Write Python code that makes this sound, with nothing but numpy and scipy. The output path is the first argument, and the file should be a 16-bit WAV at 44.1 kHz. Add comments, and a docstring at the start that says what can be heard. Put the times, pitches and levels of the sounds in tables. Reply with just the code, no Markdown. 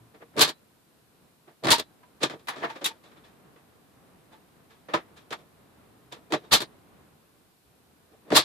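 """A spring-loaded centre punch creaks down and snaps on a thin metal panel on a cluttered wooden bench,
at 0.4 s and again at 1.7 s. From 2 s the punch, a steel rule and a pen knock as they are put down and
picked up; two more snaps land at 6.5 s and 8.3 s. Each blow is a quick swell of gritty noise through the
resonances of wood and metal, and dies fast. Underneath lie quiet workshop rumble, microphone hiss and
a far engine that revs briefly at the start, at 5.5 s and at 7.6 s."""
import sys
import numpy as np
from scipy import signal
from scipy.fft import rfft, irfft, next_fast_len
from scipy.io import wavfile
from scipy.ndimage import uniform_filter1d

SR = 44100
rng = np.random.default_rng(int(sys.argv[2]) if len(sys.argv) > 2 else 0)


def master_out(mix):
    """Clip the mix to full scale and print it as 16-bit PCM to the path in sys.argv[1]."""
    frames = np.transpose(np.atleast_2d(mix))
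    ceiling = np.clip(frames, -1, 1)
    pcm = np.round(ceiling * 32767).astype(np.int16)
    wavfile.write(sys.argv[1], SR, pcm)


N = 372199

# The spring loads in creaking steps. Weight is bench over panel level, hardness is steel over panel.
# Blows: (time [s], attack [s], decay [s], panel level [dB], weight [dB], hardness [dB])
PRESSES = [(0.33, 0.012, 0.2, -60, 4.5, -17), (0.35, 0.038, 0.085, -42, 16.5, -9.5),
           (0.365, 0.017, 0.32, -27.5, -8.5, -6.5), (0.392, 0.001, 0.14, -23, -3, 2),
           (1.62, 0.048, 0.062, -40.5, 13, -12), (1.638, 0.009, 0.11, -29.5, -0.5, -5),
           (1.668, 0.001, 0.11, -23, -3, -8), (1.678, 0.009, 0.14, -20, 0.05, -7.5),
           (8.3, 0.031, 0.28, -31, 10.5, -4)]
# the spring lets go: (time [s], attack [s], panel level [dB])
SNAPS = [(0.403, 0.013, -16), (1.7, 0.017, -17), (6.508, 0.028, -17.5), (8.34, 0.028, -16)]
# the punch bounces back: (time [s], panel level [dB], shank pitch [Hz], shank level [dB])
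REBOUNDS = [(0.486, -33, 3980, -60), (1.791, -33, 3980, -64), (6.613, -32.5, 9260, -62)]
# a rebound's two touches: (offset [s], attack [s], decay [s], trim [dB], weight [dB], hardness [dB])
TOUCHES = [(-0.013, 0.0048, 0.14, -1, -0.5, 1.5), (0, 0.0054, 0.11, -1.5, -3, 3)]
# clicks of spring and point: (time [s], panel level [dB], hardness [dB])
PUNCH_CLICKS = [(0.3646, -45, 2.5), (0.382, -34, 2), (0.4066, -26, 7.5), (1.6357, -37.5, -2),
                (1.653, -27, -4), (1.669, -28, -1), (1.684, -34, -2), (1.7035, -23, 7), (1.7952, -34.5, 7),
                (6.5271, -19, -1.5), (8.303, -34, -5), (8.3183, -23.5, -11.5)]
# knocks of tools, some led in by a short, faint rush of noise:
# (time [s], attack [s], decay [s], panel level [dB], weight [dB], hardness [dB])
KNOCKS = [(0.136, 0.011, 0.17, -54.5, 3, -11), (0.196, 0.032, 0.075, -49, 1.5, -15),
          (1.47, 0.01, 0.26, -55, 3, -13), (2.03, 0.003, 0.1, -54, -15, -18),
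          (2.2, 0.029, 0.21, -36.5, 3.5, -0.5), (2.226, 0.01, 0.14, -24, 1, -0.5),
          (2.291, 0.018, 0.2, -39.5, -1.5, -7), (2.334, 0.0035, 0.12, -52, 15.5, -3),
          (2.387, 0.0077, 0.2, -64, 0, 1), (2.471, 0.001, 0.21, -40, -14.5, -5.5),
          (2.479, 0.006, 0.18, -28.5, -13, -5), (2.52, 0.014, 0.27, -42.5, -11, -13),
          (2.554, 0.008, 1, -46, 3, -4), (2.613, 0.031, 0.15, -26.5, -6, -16.5),
          (2.687, 0.016, 0.16, -37.5, -8, -9), (2.747, 0.015, 0.17, -43, -3, -7.5),
          (2.808, 0.0083, 0.46, -43.5, 2, -6), (2.841, 0.0026, 0.15, -37.5, -17, 9),
          (2.85, 0.012, 0.14, -30.5, -18, 4), (2.902, 0.012, 0.081, -48, -6, -5),
          (3.025, 0.017, 0.44, -57, 0, -3), (3.11, 0.0068, 0.2, -57, -3.5, -8),
          (3.151, 0.019, 0.29, -57, -6, -9), (3.229, 0.019, 0.38, -58, -2.5, -4),
          (3.553, 0.011, 0.25, -58.5, -2, -11), (4.304, 0.028, 0.22, -55.5, -2.5, -6.5),
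          (4.692, 0.016, 0.31, -57, -4.5, -4.5), (4.883, 0.004, 0.54, -44, -1, -12.5),
          (4.934, 0.0055, 0.17, -21, -3, -9.5), (5.156, 0.017, 0.27, -54.5, -8, -1),
          (5.304, 0.003, 0.23, -42, 0.8, -0.5), (5.316, 0.013, 0.1, -29.5, -9, -7),
          (5.383, 0.007, 0.27, -60, 4, -4), (6.112, 0.017, 0.17, -44.5, -1.5, -1),
          (6.16, 0.0088, 0.18, -57.5, 5, -11), (6.3, 0.0069, 0.52, -50.5, 9, -3),
          (6.32, 0.019, 0.12, -24.5, 3.5, -4.5), (6.427, 0.015, 0.28, -59, 4, -4),
          (8.098, 0.037, 0.22, -65.5, 9, -7), (8.239, 0.076, 0.2, -55, 8.5, -9.5)]
# clicks of tool edges: (time [s], panel level [dB], hardness [dB])
EDGE_CLICKS = [(2.2306, -24.5, 3.5), (2.2968, -36, -5), (2.488, -32, -8), (2.65, -30, -13),
               (2.858, -32, 6.5), (4.938, -30, -20.5), (6.123, -42.5, 1.5), (6.3214, -25.5, -2.5)]
# notes that stand out of the clatter: (time [s], pitch [Hz], level [dB])
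NOTES = [(0.22, 465, -50.5), (1.728, 930, -21.5), (2.029, 985, -52.5), (2.226, 3950, -29.5),
         (2.332, 431, -41.5), (2.482, 10400, -45.5), (2.635, 680, -30.5), (2.7, 900, -41.5),
         (2.757, 523, -46), (2.812, 561, -41.5), (2.845, 3714, -29.5), (2.9, 900, -46.5),
         (4.33, 870, -53.5), (4.886, 488, -45), (4.94, 480, -37.5), (4.94, 995, -27.5), (4.94, 1264, -29.5),
         (5.32, 460, -41), (6.32, 356, -28.5), (6.36, 3930, -49.5), (6.445, 3715, -61.5), (8.312, 150, -34)]
# the steel rule jingles as it shifts: (time [s], level [dB])
JINGLES = [(2.848, -30.5), (3.055, -61.5), (3.17, -65), (3.238, -62.5), (4.325, -62)]
# the rule's modes: (pitch [Hz], trim [dB])
RULE_MODES = [(3500, 0), (3950, -4)]
# the whole bench jolts under the hardest blows: (time [s], level [dB])
JOLTS = [(0.404, -49.5), (1.696, -36), (4.935, -57), (6.319, -59), (6.513, -34.5), (8.31, -46),
         (8.349, -42)]

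# Bodies: (low cut [Hz], high cut [Hz]), then resonances (centre [Hz], width [Hz], level over band [dB])
BENCH = (91, 840), [(141, 35, -2), (327, 82, 4.5), (438, 60, 2), (620, 60, 8.5)]
BOARDS = (120, 920), [(139.8, 25, -1.5), (333, 71, 4), (453.8, 46, 5.5), (627, 130, 2.5)]  # light tools shake only the boards near them
PANEL = (600, 2800), [(770.5, 51, 1), (917, 180, 1), (1165, 73, 2), (1700, 210, -7), (1830, 80, -8)]
PUNCH_STEEL = (2000, 4880), [(3256, 40, -3), (3490, 77, 4), (3862, 470, 3), (4320, 120, 2),
               (4400, 120, -1.5), (4500, 1300, 2)]
TOOL_BODIES = (2350, 5500), [(2467, 360, 2), (3273, 270, -4), (3582, 530, 0.5)]  # pen, rule and loose tools ring blunter than the punch
RATTLE = (4400, 10000), [(5600, 690, -2), (7166, 1400, 1), (8700, 550, -3)]
SIZZLE = (12000, 11000), [(10400, 1100, 2.5), (12000, 800, -2.5), (13700, 900, -4.5)]
THUMP = (15, 210), [(45.13, 40, -2.5)]
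# the clatter's layers, a row each for wood, panel, steel, rattle and sizzle:
# (attack curve [exponent], decay [factor], grit [dB], stereo likeness [0-1], left over right [dB])
LAYERS = [(1.2, 0.81, 2, 0.8, -0.84), (1.3, 0.87, -1, 0, 0.83), (1.6, 0.84, 1, .3, -0.37),
          (1.9, 0.69, 1.5, .1, 3), (2.2, 0.59, 1, 0.03, 4)]
# hard blows are brighter, heavy ones duller; a row each for rattle and sizzle:
# (level over panel [dB], slope with hardness [dB/dB], slope with weight [dB/dB])
PUNCH_TREBLE = [(-8, 1.1, -0.063), (-14, 1.6, -0.15)]
TOOL_TREBLE = [(-8.5, 1.6, -0.064), (-21, 1.05, -0.85)]

# revs: (start [s], end [s], firing rate from [Hz], to [Hz], level from [dB], to [dB], octave trim [dB])
REVS = [(0.0, 0.17, 112, 125, -56, -74, -16), (5.545, 6.2, 34.07, 70, -87.5, -73.5, 10),
        (7.648, 8.199, 63, 92, -75, -76, -5.5)]
# fader ride on the murmur of air and distant machines: (time [s], level [dB])
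RUMBLE_RIDE = [(0.0, -56.5), (0.82, -64.5), (2.33, -58), (3.0, -57.5), (5.99, -58), (6.6, -55.5),
               (7.59, -63), (8.18, -59.5), (8.44, -58)]
# tone of the rumble and of the microphone hiss: (frequency [Hz], level [dB])
RUMBLE_EQ = [(8.8, -67), (15, -31), (69, -8), (163, -2), (445, -7.5), (562, -11.5), (761, -11),
             (836, -14.5), (1030, -13), (4000, -32), (5200, -61.5), (8800, -120)]
HISS_EQ = [(880, -29.5), (1500, -3.5), (1960, -9.5), (2400, -4.5), (3290, -6), (3950, -4.5),
           (6130, -10), (8910, -7), (13800, -6.5), (14800, -14)]


def punch():
    """The punch's blows: the spring creaks, clicks and lets go, and the point bounces on the panel."""
    snap_decay_s, snap_weight_db, snap_hard_db = 0.18, -7.5, 5
    snaps = [(s, attack, snap_decay_s, db, snap_weight_db, snap_hard_db) for s, attack, db in SNAPS]
    bounces = [(s + offset, attack, decay, db + trim_db, weight_db, hard_db)
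               for s, db, *_ in REBOUNDS
               for offset, attack, decay, trim_db, weight_db, hard_db in TOUCHES]
    blows = PRESSES + snaps + bounces + clicks(PUNCH_CLICKS)
    return clatter(blows, BENCH, PUNCH_STEEL, PUNCH_TREBLE)


def tools():
    """Punch, rule and pen knock on the boards; a short, faint rush of noise leads into some knocks."""
    return clatter(KNOCKS + clicks(EDGE_CLICKS), BOARDS, TOOL_BODIES, TOOL_TREBLE)


def clicks(rows, attack_s=0.0011, decay_s=0.05, weight_db=-7.5):
    """Sharp contacts as short, light blows."""
    return [(s, attack_s, decay_s, db, weight_db, hard_db) for s, db, hard_db in rows]


def clatter(blows, wood, steel, treble):
    """Tiny contacts blur into gritty noise in five layers; the treble comes in later and dies sooner."""
    start, attack, decay, panel_db, weight_db, hard_db = np.transpose(blows)
    levels = [panel_db + weight_db, panel_db, panel_db + hard_db]
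    levels += [panel_db + trim_db + hard_slope * hard_db + weight_slope * weight_db
               for trim_db, hard_slope, weight_slope in treble]
    out = 0
    for body, db, layer in zip((wood, PANEL, steel, RATTLE, SIZZLE), levels, LAYERS):
        curve, decay_scale, grit_db, likeness, pan_db = layer
        shake = shaking(zip(start, attack, decay, db), curve, decay_scale)
        grit = stereo_noise(likeness) * undb(grit_db * flicker(700))
        out += resonate(grit * shake, body) * undb([[pan_db / 2], [-pan_db / 2]])
    return out


def shaking(blows, curve, decay_scale):
    """How hard one body is shaken by (start, attack, decay, level) blows; their energies add."""
    energy = np.zeros(N + SR)
    for start, attack, decay, db in blows:
        i = int(start * SR)
        energy[i:i + SR // 3] += (undb(db) * envelope(attack, decay * decay_scale, curve)) ** 2
    return np.sqrt(energy[:N])


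def envelope(attack, decay, curve, steepening=0.53):
    """A third of a second that swells, then fades ever faster to an abrupt end."""
    t = np.arange(SR // 3) / SR
    gone = (t - attack) / decay
    tail_db = -60 * gone * (1 - steepening / 4 + steepening * gone)
    return np.where(t < attack, (t / attack) ** curve, undb(tail_db))


def resonate(x, body):
    """A body radiates in a steep-sided band with resonances on top; white noise keeps its level."""
    (low_hz, high_hz), modes = body
    size = next_fast_len(N + SR // 4)
    f = np.arange(1, size // 2 + 2) * SR / size
    up, down = 1j * f / high_hz, low_hz / (1j * f)
    band = 1 / ((1 + np.sqrt(2) * up + up ** 2) * (1 + np.sqrt(2) * down + down ** 2)) ** 3
    peaks = sum(undb(db) / (1 + 1j * (f / hz - hz / f) * hz / width) for hz, width, db in modes)
    gain = band * (1 + peaks)
    gain /= np.sqrt(np.mean(np.abs(gain) ** 2))
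    return irfft(rfft(x, size) * gain, size)[:, :N]


def bench_jolts(attack_s=0.015, decay_s=0.083):
    """Low-end thumps as the whole bench takes a blow."""
    shake = shaking([(s, attack_s, decay_s, db) for s, db in JOLTS], curve=0.61, decay_scale=0.87)
    return resonate(stereo_noise(0.8) * shake, THUMP)


def ringing(attack_s=0.009, decay_at_1khz_s=0.1, shank_decay_s=0.29, rough_db=2):
    """Struck parts, the rule and the punch's shank ring on as slightly rough, fading sines."""
    out, t = np.zeros((2, N + SR)), np.arange(SR // 3) / SR
    jingles = [(s, hz, db + trim_db) for s, db in JINGLES for hz, trim_db in RULE_MODES]
    notes = [(s, hz, db, decay_at_1khz_s * (1000 / hz) ** 0.15) for s, hz, db in NOTES + jingles]
    notes += [(s, hz, db, shank_decay_s) for s, _, hz, db in REBOUNDS]
    for start, hz, db, decay in notes:
        phase, skew = rng.uniform(-np.pi, np.pi, 2)
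        spread = skew * min(hz / 4000, 0.25) * np.array([[1], [-1]])  # low notes sit narrower
        tone = np.sqrt(2) * np.sin(2 * np.pi * hz * t + phase + spread)
        i = int(start * SR)
        out[:, i:i + len(t)] += undb(db) * envelope(attack_s, decay, curve=0.61) * tone
    return out[:, :N] * undb(rough_db * flicker(250))


def workshop_rumble(flicker_db=1.2):
    """Air and distant machines make a low bed that drifts and flickers."""
    level_db = np.interp(np.arange(N) / SR, *np.transpose(RUMBLE_RIDE)) + flicker_db * flicker(9.9)
    left, right = colour(stereo_noise(0.066), RUMBLE_EQ)
    mid, side = (left + right) / 2, (left - right) / 2
    # long waves reach both microphones alike, so the sides lose bass
    side -= 0.5 * signal.lfilter(*signal.butter(1, 700, fs=SR), side)
    return undb(level_db) * (mid + side * np.array([[1], [-1]]))


def microphone_hiss(level_db=-68):
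    """The steady, wide noise floor of two microphones."""
    return undb(level_db) * colour(stereo_noise(0.067), HISS_EQ)


def far_engine(fade_s=0.017, flicker_db=4):
    """A wavering hum at the firing rate and its octave, rising through each rev."""
    out, t = np.zeros(N), np.arange(N) / SR
    for start, end, from_hz, to_hz, from_db, to_db, octave_db in REVS:
        fade = np.clip(np.minimum(t - start, end - t) / fade_s, 0, 1)
        phase = 2 * np.pi * np.cumsum(np.interp(t, [start, end], [from_hz, to_hz])) / SR
        db = np.interp(t, [start, end], [from_db, to_db]) + flicker_db * flicker(12)
        out += fade * undb(db) * (np.sin(phase) + undb(octave_db) * np.sin(2 * phase))
    return np.sqrt(2) * out


def colour(x, eq):
    """Shape noise with an EQ curve, to rms 1."""
    hz, db = np.transpose(eq)
    size = next_fast_len(N)
    f = np.arange(1, size // 2 + 2) * SR / size
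    gain = undb(np.interp(np.log(f), np.log(hz), db, right=-90))
    shaped = irfft(rfft(x, size) * gain, size)[:, :N]
    return shaped / np.sqrt(np.mean(shaped ** 2))


def stereo_noise(likeness):
    """White noise, from fully wide at 0 to mono at 1."""
    mid, side = rng.standard_normal((2, N))
    return (np.sqrt(1 + likeness) * mid + np.sqrt(1 - likeness) * side * np.array([[1], [-1]])) / 2 ** 0.5


def flicker(rate_hz):
    """Slewed random sample-and-hold with a spread near 1."""
    hold = int(SR / rate_hz)
    steps = np.repeat(rng.standard_normal(N // hold + 1), hold)
    return uniform_filter1d(steps, hold)[:N] * np.sqrt(3 / 2)


def undb(db):
    """Decibels to gain."""
    return 10 ** (np.asarray(db) / 20)


def scene():
    """Punch and tools up front, the workshop behind."""
    foreground = punch() + tools() + bench_jolts() + ringing()
    return foreground + workshop_rumble() + microphone_hiss() + far_engine()


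def record(dry):
    """Peaks are rounded, the microphone rolls off the very top and the recorder cuts the rest."""
    rounded = 1.2 * np.tanh(dry / 1.2)
    rolled_off = signal.sosfilt(signal.butter(4, 15200, fs=SR, output="sos"), rounded)
    return signal.sosfilt(signal.ellip(10, 0.2, 80, 15900, fs=SR, output="sos"), rolled_off)


dry = scene()
out = record(dry)
master_out(out)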